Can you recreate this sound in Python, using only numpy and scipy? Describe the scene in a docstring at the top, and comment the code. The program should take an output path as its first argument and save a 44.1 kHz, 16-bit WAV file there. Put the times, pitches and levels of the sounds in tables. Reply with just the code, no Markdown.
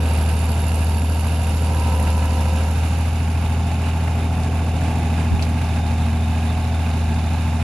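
"""A six-cylinder diesel crawler tractor pushes soil and brush across open land, heard at two microphone ports.
At first it lugs: exhaust orders drone over puffs of gas, the block clatters and knocks, thin steel ticks in a
fine hiss, gears whine under strain and earth churns off the blade. Near 3 s the load eases and the machine turns.
Near 4 s a light breeze freshens and twigs begin to snap; near 5.3 s a puff buffets the microphone, then on
rough ground panels buzz harder and crushed stems crackle, while bites of the blade still make the engine work."""
import sys
import numpy as np
from scipy import signal
from scipy.fft import rfft, irfft, next_fast_len
from scipy.io import wavfile
from scipy.ndimage import map_coordinates

SR = 44100
rng = np.random.default_rng(int(sys.argv[2]) if len(sys.argv) > 2 else 0)


def wav_out(sig):
    """Save sig, one row per channel (or a flat mono array), as 16-bit PCM at SR to the path in sys.argv[1]."""
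    wavfile.write(sys.argv[1], SR, np.round(np.clip(np.atleast_2d(sig).T, -1, 1) * 32767).astype(np.int16))


N = 336483
TIME = np.arange(N) / SR
BINS = np.fft.rfftfreq(N, 1 / SR)  # Hz

# relative strength of each cylinder, one row a cylinder in firing order: knock_db, hiss_db
CYLINDERS = [(-7, -4.5), (-20, -10), (1, -3.5), (-7, -9), (-0.5, 0.5), (1, -4.5)]
CYLINDER_COUNT = len(CYLINDERS)
REFERENCE_HZ = 81.26  # reference firing rate, firings a second; the speed's shortfall below it measures the load
BITE_ATTACK_S, BITE_RELEASE_S = 0.075, 0.16  # softness of each edge
LURCHING = (5.4, 0.078)  # middle s, softness s: rough ground starts to shake the machine


def gain_of(db):
    """Level: decibels become an amplitude factor."""
    return 10 ** (np.asarray(db) / 20)


def evened(x):
    """Normalisation: scales to rms 1."""
    return x / np.sqrt(np.mean(x ** 2) + 1e-20)


def read(points, order=1):
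    """Spectral envelope: one column of a frequency table, interpolated in log frequency at every bin."""
    table = np.transpose(points)
    return np.interp(np.log(BINS + 1), np.log(table[0] + 1), table[order])


def filtered(x, gain):
    """Linear filtering: multiplies the spectrum by a gain given at every bin."""
    size = next_fast_len(N, True)
    response = np.interp(np.fft.rfftfreq(size, 1 / SR), BINS, gain)
    return irfft(rfft(x, size) * response, size)[..., :N]


def drift(rate_hz):
    """Random modulation: chance values joined by straight lines, two per period of the rate, at rms 1."""
    steps = rng.standard_normal(4000)
    return evened(np.interp(TIME * rate_hz * 2, np.arange(len(steps)), steps))


def ramp(middle_s, softness_s):
    """Envelope: a smooth step from 0 to 1."""
    return .5 + .5 * np.tanh((TIME - middle_s) / (2 * softness_s))


def span(start_s, end_s, attack_s, release_s):
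    """Envelope: rises softly at the start and falls softly at the end."""
    return ramp(start_s, attack_s) * (1 - ramp(end_s, release_s))


def crossfaded(before, after, share):
    """Linear mixing: goes from one value or sound to another as the share runs from 0 to 1."""
    return (1 - share) * before + share * after


def blend(lugging, free, ease):
    """Power addition: fades between two unrelated sounds at equal power."""
    return np.sqrt(1 - ease) * lugging + np.sqrt(ease) * free


def level(part, ease, bite):
    """Load dependence: dB between lugging and running free, plus a share of the dB for a full bite."""
    lugging_db, free_db, bite_db = part
    return crossfaded(lugging_db, free_db, ease) + bite_db * bite


def ringing(hz, width_hz):
    """Resonance: noise held in one narrow band."""
    return evened(filtered(rng.standard_normal(N), 1 / (1 + ((BINS - hz) / width_hz) ** 2)))


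def port_noise(colour, order=1, source=None):
    """Coherence: mid and side noises mix so the ports agree in the bass and less in the treble."""
    # correlation of the two ports: frequency_hz, lugging_likeness, free_likeness
    likeness = [(30, .99, .98), (150, .985, .975), (260, .98, .95), (470, .96, .92), (650, .93, .96),
                (800, .7, .92), (1020, .62, .74), (1160, .88, .82), (1450, .45, .5), (1850, .25, .6),
                (2050, .62, .85), (2400, .3, .62), (2800, .62, .62), (3100, .45, .35), (3620, .9, .8),
                (4300, .3, .3), (5460, .25, .22), (8200, .2, .15), (12000, .25, .1)]
    a, b = rng.standard_normal((2, N)) if source is None else source
    same = np.clip(read(likeness, order), -1, 1)
    gain = gain_of(read(colour))
    mid = filtered(a, gain * np.sqrt((1 + same) / 2))
    side = filtered(b, gain * np.sqrt((1 - same) / 2))
    return evened(np.array([mid + side, mid - side]))


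def firing_gate(cycle, cylinder_db, peak_at, steady, scatter_db):
    """Amplitude modulation: a burst per firing peaks at a share of the gap, with each cylinder's strength."""
    firing = cycle * CYLINDER_COUNT
    count, since = firing.astype(int), firing % 1
    scatter = scatter_db * rng.standard_normal(2000)[count]
    strength = gain_of(cylinder_db[count % CYLINDER_COUNT] + scatter)
    burst = since / peak_at * np.exp(1 - since / peak_at)
    return evened(np.sqrt(steady ** 2 + (strength * burst) ** 2))


def staggered(x, latest_s=.009, count=16):
    """Group delay: each band of the machine answers a blow with its own short delay."""
    log_hz = np.linspace(np.log(300), np.log(6000), count)
    delay_s = np.interp(np.log(BINS + 1), log_hz, latest_s * rng.random(count))
    return filtered(x, np.exp(-2j * np.pi * np.cumsum(delay_s) * BINS[1]))


def biting():
    """Load: how hard the blade digs, 0-1; each bite takes hold quickly and lets go more slowly."""
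    # the blade bites into the soil and the whole machine works harder: start_s, end_s, strength (0-1)
    bites = [(-0.3, 0.55, 0.38), (1.62, 2.347, 0.38), (3.55, 4.3, 0), (4.8, 5.4, 0.55), (5.646, 6.1, 0.27),
             (7.15, 7.45, 0)]
    return sum(strength * span(start_s, end_s, BITE_ATTACK_S, BITE_RELEASE_S)
               for start_s, end_s, strength in bites)


def exhaust(cycle, sag_hz, ease, bite, waver_db=1.0):
    """Harmonic synthesis: the firing tone grows as the speed sags; uneven cylinders add weaker orders."""
    # exhaust tones: multiple (of the two-turn engine cycle), lugging_db, free_db
    orders = [(4, -42, -44), (7, -40, -44), (8, -42, -38), (9, -34.5, -32.3), (10, -39.5, -46),
              (11, -46, -39), (12, -38, -34), (13, -42, -48), (14, -47, -47), (15, -44, -45),
              (16, -40, -48), (18, -48, -45), (19, -48, -51), (20, -42.5, -42)]
    bite_db_per_octave = 3  # a full bite tilts the orders upward about the firing tone
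    firing_db = -19.5 + 0.58 * sag_hz + 0.29 * drift(11)
    out = gain_of(firing_db) * np.cos(2 * np.pi * CYLINDER_COUNT * cycle)
    for multiple, lugging_db, free_db in orders:
        # overtones of the firing line up into a sharp crest; the others start anywhere
        start = rng.random() * (multiple % CYLINDER_COUNT > 0)
        level_db = crossfaded(lugging_db, free_db, ease) + waver_db * drift(2.6)
        level_db = level_db + bite_db_per_octave * bite * np.log2(multiple / CYLINDER_COUNT)
        wander = 0.08 * drift(4)  # radians
        out += gain_of(level_db) * np.cos(2 * np.pi * (multiple * cycle + start) + wander)
    return np.sqrt(2) * out


def boom(cycle, waver_db=0.5):
    """Order tone: a hum on the 17th engine order rises and falls, on the whole growing."""
    # level of the hum: time_s, level_db
    swell = [(0, -39), (1.0, -41), (1.45, -47), (1.9, -38.5), (3.0, -40), (3.5, -36.5), (4.5, -35),
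             (5.1, -32.5), (5.65, -33), (6.35, -29.5), (6.9, -33), (7.63, -31.5)]
    level_db = np.interp(TIME, *np.transpose(swell)) + waver_db * drift(2)
    return np.sqrt(2) * gain_of(level_db) * np.cos(2 * np.pi * (17 * cycle + rng.random()))


def rumble(cycle, level_db):
    """Turbulence: gas noise leaves the stack in puffs."""
    # spectrum of the gas noise: frequency_hz, density_db (per Hz)
    gas_colour = [(15, -24), (30, -8), (50, -2), (100, -3.5), (150, -0.5), (210, -0.5), (265, -4),
                  (320, -9), (420, -25.5), (800, -60)]
    gate = firing_gate(cycle, np.transpose(CYLINDERS)[0], peak_at=.35, steady=.9, scatter_db=.4)
    return gain_of(level_db) * gate * port_noise(gas_colour)


def clatter(cycle, ease, level_db):
    """Impact noise: combustion knock rings the block, partly alike in every cycle and partly new each time."""
    # spectrum of the block while lugging: frequency_hz, density_db (per Hz)
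    lugging_colour = [(200, -3), (310, -5.5), (440, -3.5), (490, -5.5), (560, -3), (670, -6), (790, 1),
                      (850, -2.5), (920, 4.5), (990, -5), (1130, -8.5), (1500, -8), (1870, -14.5),
                      (2350, -9.5), (2800, -7), (3230, -18.5), (3800, -15.5), (6000, -23.5)]
    # spectrum of the block while running free: frequency_hz, density_db (per Hz)
    free_colour = [(200, -43), (330, -9), (390, 0.5), (430, -5.5), (490, -8.5), (600, -3.5), (740, -1.5),
                   (820, 0.5), (880, 4.5), (940, -5.5), (1090, -4.5), (1280, -9.5), (1600, -7.5),
                   (1880, -13), (2500, -6), (2850, -8.5), (3230, -18), (3700, -16), (5500, -23)]
    repeated = [map_coordinates(pattern, [cycle % 1 * len(pattern)], order=1, mode="grid-wrap")
                for pattern in rng.standard_normal((2, 2048))]
    locked = gain_of(-4) * (BINS > 1130)  # the repeating part lies above the block's own tones

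    def state(colour, order):
        """Superposition: fresh noise plus the cyclic pattern."""
        return port_noise(colour, order) + filtered(port_noise(colour, order, repeated), locked)

    noise = evened(blend(state(lugging_colour, 1), state(free_colour, 2), ease))
    gate = firing_gate(cycle, np.transpose(CYLINDERS)[0], peak_at=.2, steady=.95, scatter_db=1.2)
    return gain_of(level_db + 1.03 * drift(13)) * staggered(gate * noise)


def block(cycle, ease, level_db=0.4, scatter_rad=1.42, waver_db=2.5, slip_cycles=0.0013, count=7):
    """Periodic radiation: wavering orders of the block roughly line up into two knocks each cycle."""
    # tones of the block before the common level_db: multiple (of the engine cycle), lugging_db, free_db
    block_orders = [(21, -55, -54), (22, -53, -63), (23, -53, -61), (27, -64, -57), (28, -58, -59),
                    (29, -53, -53), (30, -61, -51), (31, -53, -64), (32, -53, -56), (33, -55, -68),
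                    (34, -51, -62), (36, -53, -67), (37, -61, -59), (38, -51, -52), (45, -53, -66),
                    (46, -58, -59), (47, -57, -52), (49, -55, -48), (50, -58, -54), (51, -48, -47.5),
                    (52, -51, -59), (53, -52, -53), (54, -58, -45.5), (55, -60, -54), (56, -49, -48),
                    (57, -50, -56), (58, -56, -54), (59, -49, -51), (61, -64, -51), (62, -61, -58),
                    (63, -52, -53), (64, -57, -47), (65, -56, -52), (66, -52, -57), (67, -56, -53),
                    (68, -51, -61), (69, -54, -57), (72, -54, -60), (74, -59, -61), (78, -56, -58),
                    (82, -68, -59)]
    multiple, *levels_db = np.transpose(block_orders)
    order_hz = multiple * REFERENCE_HZ / CYLINDER_COUNT
    # low orders meet at 2.45 firings into the cycle, high ones at 4.65
    place = np.where(order_hz < (561 + 930) / 2, 2.45, 4.65) / CYLINDER_COUNT
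    angles, out = np.linspace(0, 1, 2049), 0
    phase = scatter_rad * rng.standard_normal((len(multiple), 1))
    waves = np.cos(2 * np.pi * multiple[:, None] * (angles - place[:, None]) + phase)
    for k in range(count):  # each group of tones wavers on its own
        angle = (cycle + slip_cycles * drift(3)) % 1
        lugging, free = (np.interp(angle, angles, gain_of(db[k::count]) @ waves[k::count])
                         for db in levels_db)
        out += gain_of(level_db + waver_db * drift(2.5)) * crossfaded(lugging, free, ease)
    return np.sqrt(2) * out


def knocks(cycle, ease, jitter=0.057):
    """Impact: hard strokes, each at its own place in the cycle (jitter in firings), excite unsteady tones."""
    # knocks once a cycle: place_firings, frequency_hz, width_hz, lugging_db, free_db
    strokes = [(2.45, 561, 180, -47, -53), (4.65, 930, 101.8, -49.5, -54), (3.0, 1300, 339, -55, -52.5),
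               (3.6, 720, 71.2, -51, -47), (5.95, 2500, 300, -53.5, -58), (2.5, 2550, 280, -52.5, -56.5),
               (0.54, 2850, 460, -53, -54.5)]
    rise_s, decay_s, scatter_db = 0.0008, 0.003, 1.5
    out, age, turns = 0, np.arange(1500) / SR, np.arange(int(cycle[-1]))
    stroke = np.minimum(age / rise_s, 1) * np.exp(-age / decay_s)
    for place, hz, width_hz, lugging_db, free_db in strokes:
        late, size = rng.standard_normal((len(turns), 2)).T
        moment = turns + (place + jitter * late) / CYLINDER_COUNT
        at = np.interp(moment, cycle, np.arange(N)).astype(int)
        blows = np.zeros(N)
        blows[at] = gain_of(scatter_db * np.minimum(size, 1))
        ring = np.cos(2 * np.pi * np.cumsum(hz + width_hz / 2 * drift(250)) / SR)
        struck = evened(signal.oaconvolve(blows, stroke)[:N] * ring)
        out += gain_of(crossfaded(lugging_db, free_db, ease)) * struck
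    return out


def ticks(cycle, level_db, scatter_db=3, jitter=0.08):
    """Struck resonance: each piece of steel is hit once a firing, at its own moment and uneven strength."""
    # steel ticking with injectors and valves: frequency_hz, width_hz, t60_s, relative_db
    steel = [(2750, 100, 0.086, -7.5), (2730, 250, 0.019, -5.5), (4640, 77, 0.025, -9.5),
             (7120, 160, 0.075, -6.5), (9050, 320, 0.036, -5.5), (10450, 290, 0.013, -7),
             (11160, 170, 0.036, -2.5)]
    out, age = np.zeros((2, N)), np.arange(2500) / SR
    firings = np.arange(1, int(cycle[-1] * CYLINDER_COUNT) - 1)
    cylinder_db = np.transpose(CYLINDERS)[1][firings % CYLINDER_COUNT]
    for hz, width_hz, t60_s, db in steel:
        late, size = rng.standard_normal((len(firings), 2)).T
        moment = firings + 0.52 + 0.15 * rng.random() + jitter * late
        at = np.interp(moment, cycle * CYLINDER_COUNT, np.arange(N)).astype(int)
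        blows = np.zeros(N)
        blows[at] = gain_of(.5 * cylinder_db + scatter_db * np.minimum(size, 2))
        decay = gain_of(-60 * age / t60_s) * np.minimum(age / 0.0025, 1)
        dying = signal.oaconvolve(blows, decay)[:N]
        shared = ringing(hz, width_hz) * (hz < SR / 10)  # the lowest rings partly reach both ports alike
        rings = np.array([shared + ringing(hz, width_hz), shared + ringing(hz, width_hz)])
        out += gain_of(db) * evened(dying * rings)
    return gain_of(level_db) * out


def hiss(cycle, turn, level_db, lag_cycles=0.089):
    """Gated noise: a thin sizzle follows each firing, uneven from cylinder to cylinder."""
    # spectrum of the sizzle before the turn: frequency_hz, density_db (per Hz)
    early_colour = [(2500, -42), (3700, 1), (4700, 3), (6300, 2.5), (7150, -18), (7800, -14), (8400, 5),
                    (9000, -6), (9900, 1), (11200, 5), (12000, 4.5)]
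    # spectrum of the sizzle after the turn: frequency_hz, density_db (per Hz)
    late_colour = [(2500, -43), (3900, 8), (4350, 9.5), (5300, 11.5), (6300, 8), (6950, 14.5), (8050, -24),
                   (8800, -3), (9400, 7), (11300, 5.5), (12000, -3)]
    hiss_db = np.transpose(CYLINDERS)[1]
    gate = firing_gate(cycle - lag_cycles, hiss_db, peak_at=.13, steady=.6, scatter_db=1.3)
    sizzle = blend(port_noise(early_colour), port_noise(late_colour, order=2), turn)
    return gain_of(level_db + .5 * drift(11.0)) * staggered(gate * sizzle, latest_s=.005)


def rattle(ease, lurch_db=3.0, flutter_db=2.2):
    """Panel resonance: loose panels buzz in narrow bands, fluttering, harder on rough ground."""
    # loose panels before the lurch: frequency_hz, width_hz, lugging_db, free_db
    panels = [(1630, 82, -48, -54.5), (3626, 134, -52, -53.5)]
    shake_db = lurch_db * ramp(*LURCHING)
    out = 0
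    for hz, width_hz, lugging_db, free_db in panels:
        level_db = crossfaded(lugging_db, free_db, ease) + shake_db + flutter_db * drift(14)
        out += ringing(hz, width_hz) * gain_of(level_db)
    return out


def gears(cycle, ease, waver_db=3.0):
    """Gear meshing: tones locked to the crankshaft drift with backlash and sing out under strain."""
    # gear tones: multiple (of the engine cycle), lugging_db, free_db, strain_db (added by full strain)
    meshes = [(40.15, -51, -55, 8.5), (60.15, -52, -49, 7), (70, -55, -61, 15.5), (71, -49, -61, 4),
              (73, -58, -66, 8), (76, -59, -55, 17.5), (80.15, -64, -54.5, 0), (100.3, -54, -59, 4.5)]
    # the heaviest pushes: start_s, end_s, strength (0-1)
    strains = [(-0.3, 0.6, 0.3), (1.7, 2.72, 1)]
    edge_s, out = 0.05, 0
    strain = sum(strength * span(start_s, end_s, edge_s, edge_s) for start_s, end_s, strength in strains)
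    for multiple, *part in meshes:
        gain = gain_of(level(part, ease, strain) + waver_db * drift(1.12))
        backlash = 0.3 * drift(4)  # radians
        out += gain * np.cos(2 * np.pi * (multiple * cycle + rng.random()) + backlash)
    return np.sqrt(2) * out


def soil(lumpy_db=2.0):
    """Granular flow: earth rolls off the blade as a dull noise of lumpy level."""
    # earth rolling: start_s, end_s, level_db
    spills = [(-0.3, 0.8, -42), (1.45, 2.35, -44.5), (4.05, 5.35, -41)]
    # spectrum of the earth: frequency_hz, density_db (per Hz)
    soil_colour = [(150, -14), (320, -0.5), (430, -0.5), (560, -0.5), (720, -14), (1500, -40)]
    rolling = sum(gain_of(db) * span(start_s, end_s, BITE_ATTACK_S, BITE_RELEASE_S)
                  for start_s, end_s, db in spills)
    return rolling * gain_of(lumpy_db * drift(14)) * port_noise(soil_colour)


def brush(size=6000):
    """Fracture: a twig under the blade cracks sharply, then its fibres tear in a dying run of clicks."""
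    # twigs snapping: start_s, level_db, decay_s, low_hz, high_hz
    snaps = [(4.074, -26.5, .0055, 1100, 1850), (4.159, -34, .005, 1000, 1700),
             (4.198, -34, .008, 1000, 1700), (4.4285, -39, .002, 5000, 11000),
             (4.4337, -30.5, .002, 3000, 8500), (5.3935, -28, .004, 2100, 3000),
             (5.415, -40, .003, 6500, 11000), (5.4235, -24.5, .0042, 2400, 5500),
             (5.4262, -32, .0014, 5500, 11500), (5.4505, -34, .003, 2200, 4500),
             (5.49, -39, .002, 6500, 11000), (5.9782, -36, .0015, 3500, 9000),
             (6.4087, -36, .0015, 3500, 9000), (7.1421, -35, .0015, 3000, 8000)]
    rise_s = 0.0007
    fibre_db, fibre_decay_s, fibres_per_s = -10, 0.018, 2000
    out, age = np.zeros((2, N)), np.arange(size) / SR
    for start_s, db, decay_s, low_hz, high_hz in snaps:
        edges_hz = [low_hz, min(high_hz, SR / 2 - 1)]
        band = signal.butter(2, edges_hz, "bandpass", fs=SR, output="sos")
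        burst = rng.standard_normal(size) + rng.standard_normal((2, size))  # partly shared by the ports
        crack = evened(signal.sosfilt(band, burst))
        clicks = rng.standard_normal((2, size)) * (rng.random(size) < fibres_per_s / SR)
        fibres = evened(signal.sosfilt(band, clicks))
        snap = crack * np.exp(-age / decay_s)
        snap += gain_of(fibre_db) * fibres * np.exp(-age / fibre_decay_s)
        out[:, round(start_s * SR):][:, :size] += gain_of(db) * np.minimum(age / rise_s, 1) * snap
    return out


def crackle(level_db=-49.5, clicks_per_s=93, decay_s=0.0017, spread_db=1.5):
    """Random impulses: small stems give way under the tracks once the ground gets rough."""
    # spectrum of the clicks: frequency_hz, density_db (per Hz)
    stem_colour = [(1500, -23), (3000, -6), (4000, 6), (6500, -25), (8000, -23), (11000, -10)]
    sizes = gain_of(spread_db * np.minimum(rng.exponential(1, N), 2))
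    breaks = (rng.random(N) < clicks_per_s / SR) * sizes
    dying = signal.oaconvolve(breaks, np.exp(-np.arange(600) / SR / decay_s))[:N]
    return gain_of(level_db) * ramp(*LURCHING) * evened(dying * port_noise(stem_colour))


def breeze(level_db=-52, rise_db=9, gusty_db=0.5):
    """Wind turbulence: soft noise, unrelated at the two ports, freshens halfway and gives one hard puff."""
    # spectrum of the wind: frequency_hz, density_db (per Hz)
    wind_colour = [(8, -14), (20, -14), (40, -4), (75, 0), (110, -4), (150, -12), (260, -12), (420, -26),
                   (1500, -55)]
    steady = gain_of(level_db + rise_db * ramp(4.2, .12) + gusty_db * drift(2.8))
    puff_s, puff_db, decay_s = 5.312, -20, 0.062
    puff = gain_of(puff_db) * ramp(puff_s, 0.0013) * np.exp(-abs(TIME - puff_s) / decay_s)
    wind = evened(filtered(rng.standard_normal((2, N)), gain_of(read(wind_colour))))
    return (steady + puff) * wind


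def ports(x, ease):
    """Diffraction: the microphone's body shades and shifts the left port, differently as the load eases."""
    # level difference of the ports, left minus right: frequency_hz, lugging_db, free_db
    balance = [(100, 0, 0), (300, 0, -.5), (600, .3, 1), (760, 0, 0), (1000, -3, -2.5), (1300, .5, .5),
               (1520, -1.5, 1.3), (1850, -4.5, -1.5), (2080, -2, -3.5), (2450, -7.5, -8), (3000, -5.5, -6),
               (3300, -1.5, -.5), (3700, 0, -1.3), (4100, -6, -5), (4900, -9, -7.5), (6100, -5, -2),
               (7200, -8, -7), (8000, -2, -2), (8750, -7, -3), (9400, -9, -10), (11500, -16, -14)]
    # phase by which the left port leads: frequency_hz, lugging_rad, free_rad
    port_lead = [(550, 0, 0), (700, -.1, 0), (920, -.6, -.25), (1150, -.1, .1), (1450, -.65, -.5),
                 (1800, -1.3, -.1), (2050, -.3, 0), (2330, -1, -.2), (2750, -.15, .5), (3700, -.1, .1),
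                 (5000, -.25, .5), (9000, 1, 1.6)]

    def heard(order):
        """Interaural cues: splits the level and phase differences between the ports."""
        lean = gain_of(read(balance, order))
        lead = np.exp(.5j * read(port_lead, order))
        left = filtered(x[0], lead * np.sqrt(2 / (1 + lean ** -2)))
        right = filtered(x[1], np.sqrt(2 / (1 + lean ** 2)) / lead)
        return np.array([left, right])

    return crossfaded(heard(order=1), heard(order=2), ease)


def scene():
    """Synchronism: one crankshaft drives every layer of the engine; load and bites set the levels."""
    # engine speed, sagging under load: time_s, firing_rate_hz
    speed_points = [(0.0, 78.85), (0.22, 78.31), (0.57, 79.71), (0.85, 79.13), (1.3, 80.34), (1.65, 79.62),
                    (2.0, 78.3), (2.5, 78.79), (3.05, 81.28), (3.7, 82.2), (4.45, 82.26), (5.55, 81.85),
                    (6.1, 81.01), (6.65, 82.4), (7.05, 80.95), (7.3, 81.88), (7.63, 81.97)]
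    firing_hz = np.interp(TIME, *np.transpose(speed_points))
    cycle = np.cumsum(firing_hz) / SR / CYLINDER_COUNT  # two turns of the crankshaft
    ease = ramp(3.09, 0.24)  # from lugging to running free
    turn = ramp(3.02, 0.66)  # the machine swings round
    bite = biting()
    # each triple: dB while lugging, dB once free (or turned), dB added by a full bite
    drone = exhaust(cycle, REFERENCE_HZ - firing_hz, ease, bite) + boom(cycle)
    drone = drone + rumble(cycle, level((-34, -33, 5.4), ease, bite))
    metal = clatter(cycle, ease, level((-33.5, -34.5, 3.3), ease, bite))
    metal += block(cycle, ease) + knocks(cycle, ease) + rattle(ease)
    metal += ticks(cycle, level((-41.5, -55, 0.76), turn, bite))
    sizzle = hiss(cycle, turn, level((-39.5, -48, 0.7), ease, bite))
    machine = drone + metal + sizzle + gears(cycle, ease)
    return ports(machine + soil() + crackle(), ease) + brush() + breeze()


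def record(dry):
    """Band limiting: a very short fade at each end, then a steep low-pass filter."""
    fade = np.minimum(np.minimum(TIME, TIME[::-1]) / .002, 1)
    low_pass = signal.firwin(511, 11900, window=("kaiser", 9), fs=SR)  # edge in Hz
    return signal.oaconvolve(dry * fade, low_pass[None], "same")


dry = scene()
out = record(dry)
wav_out(out)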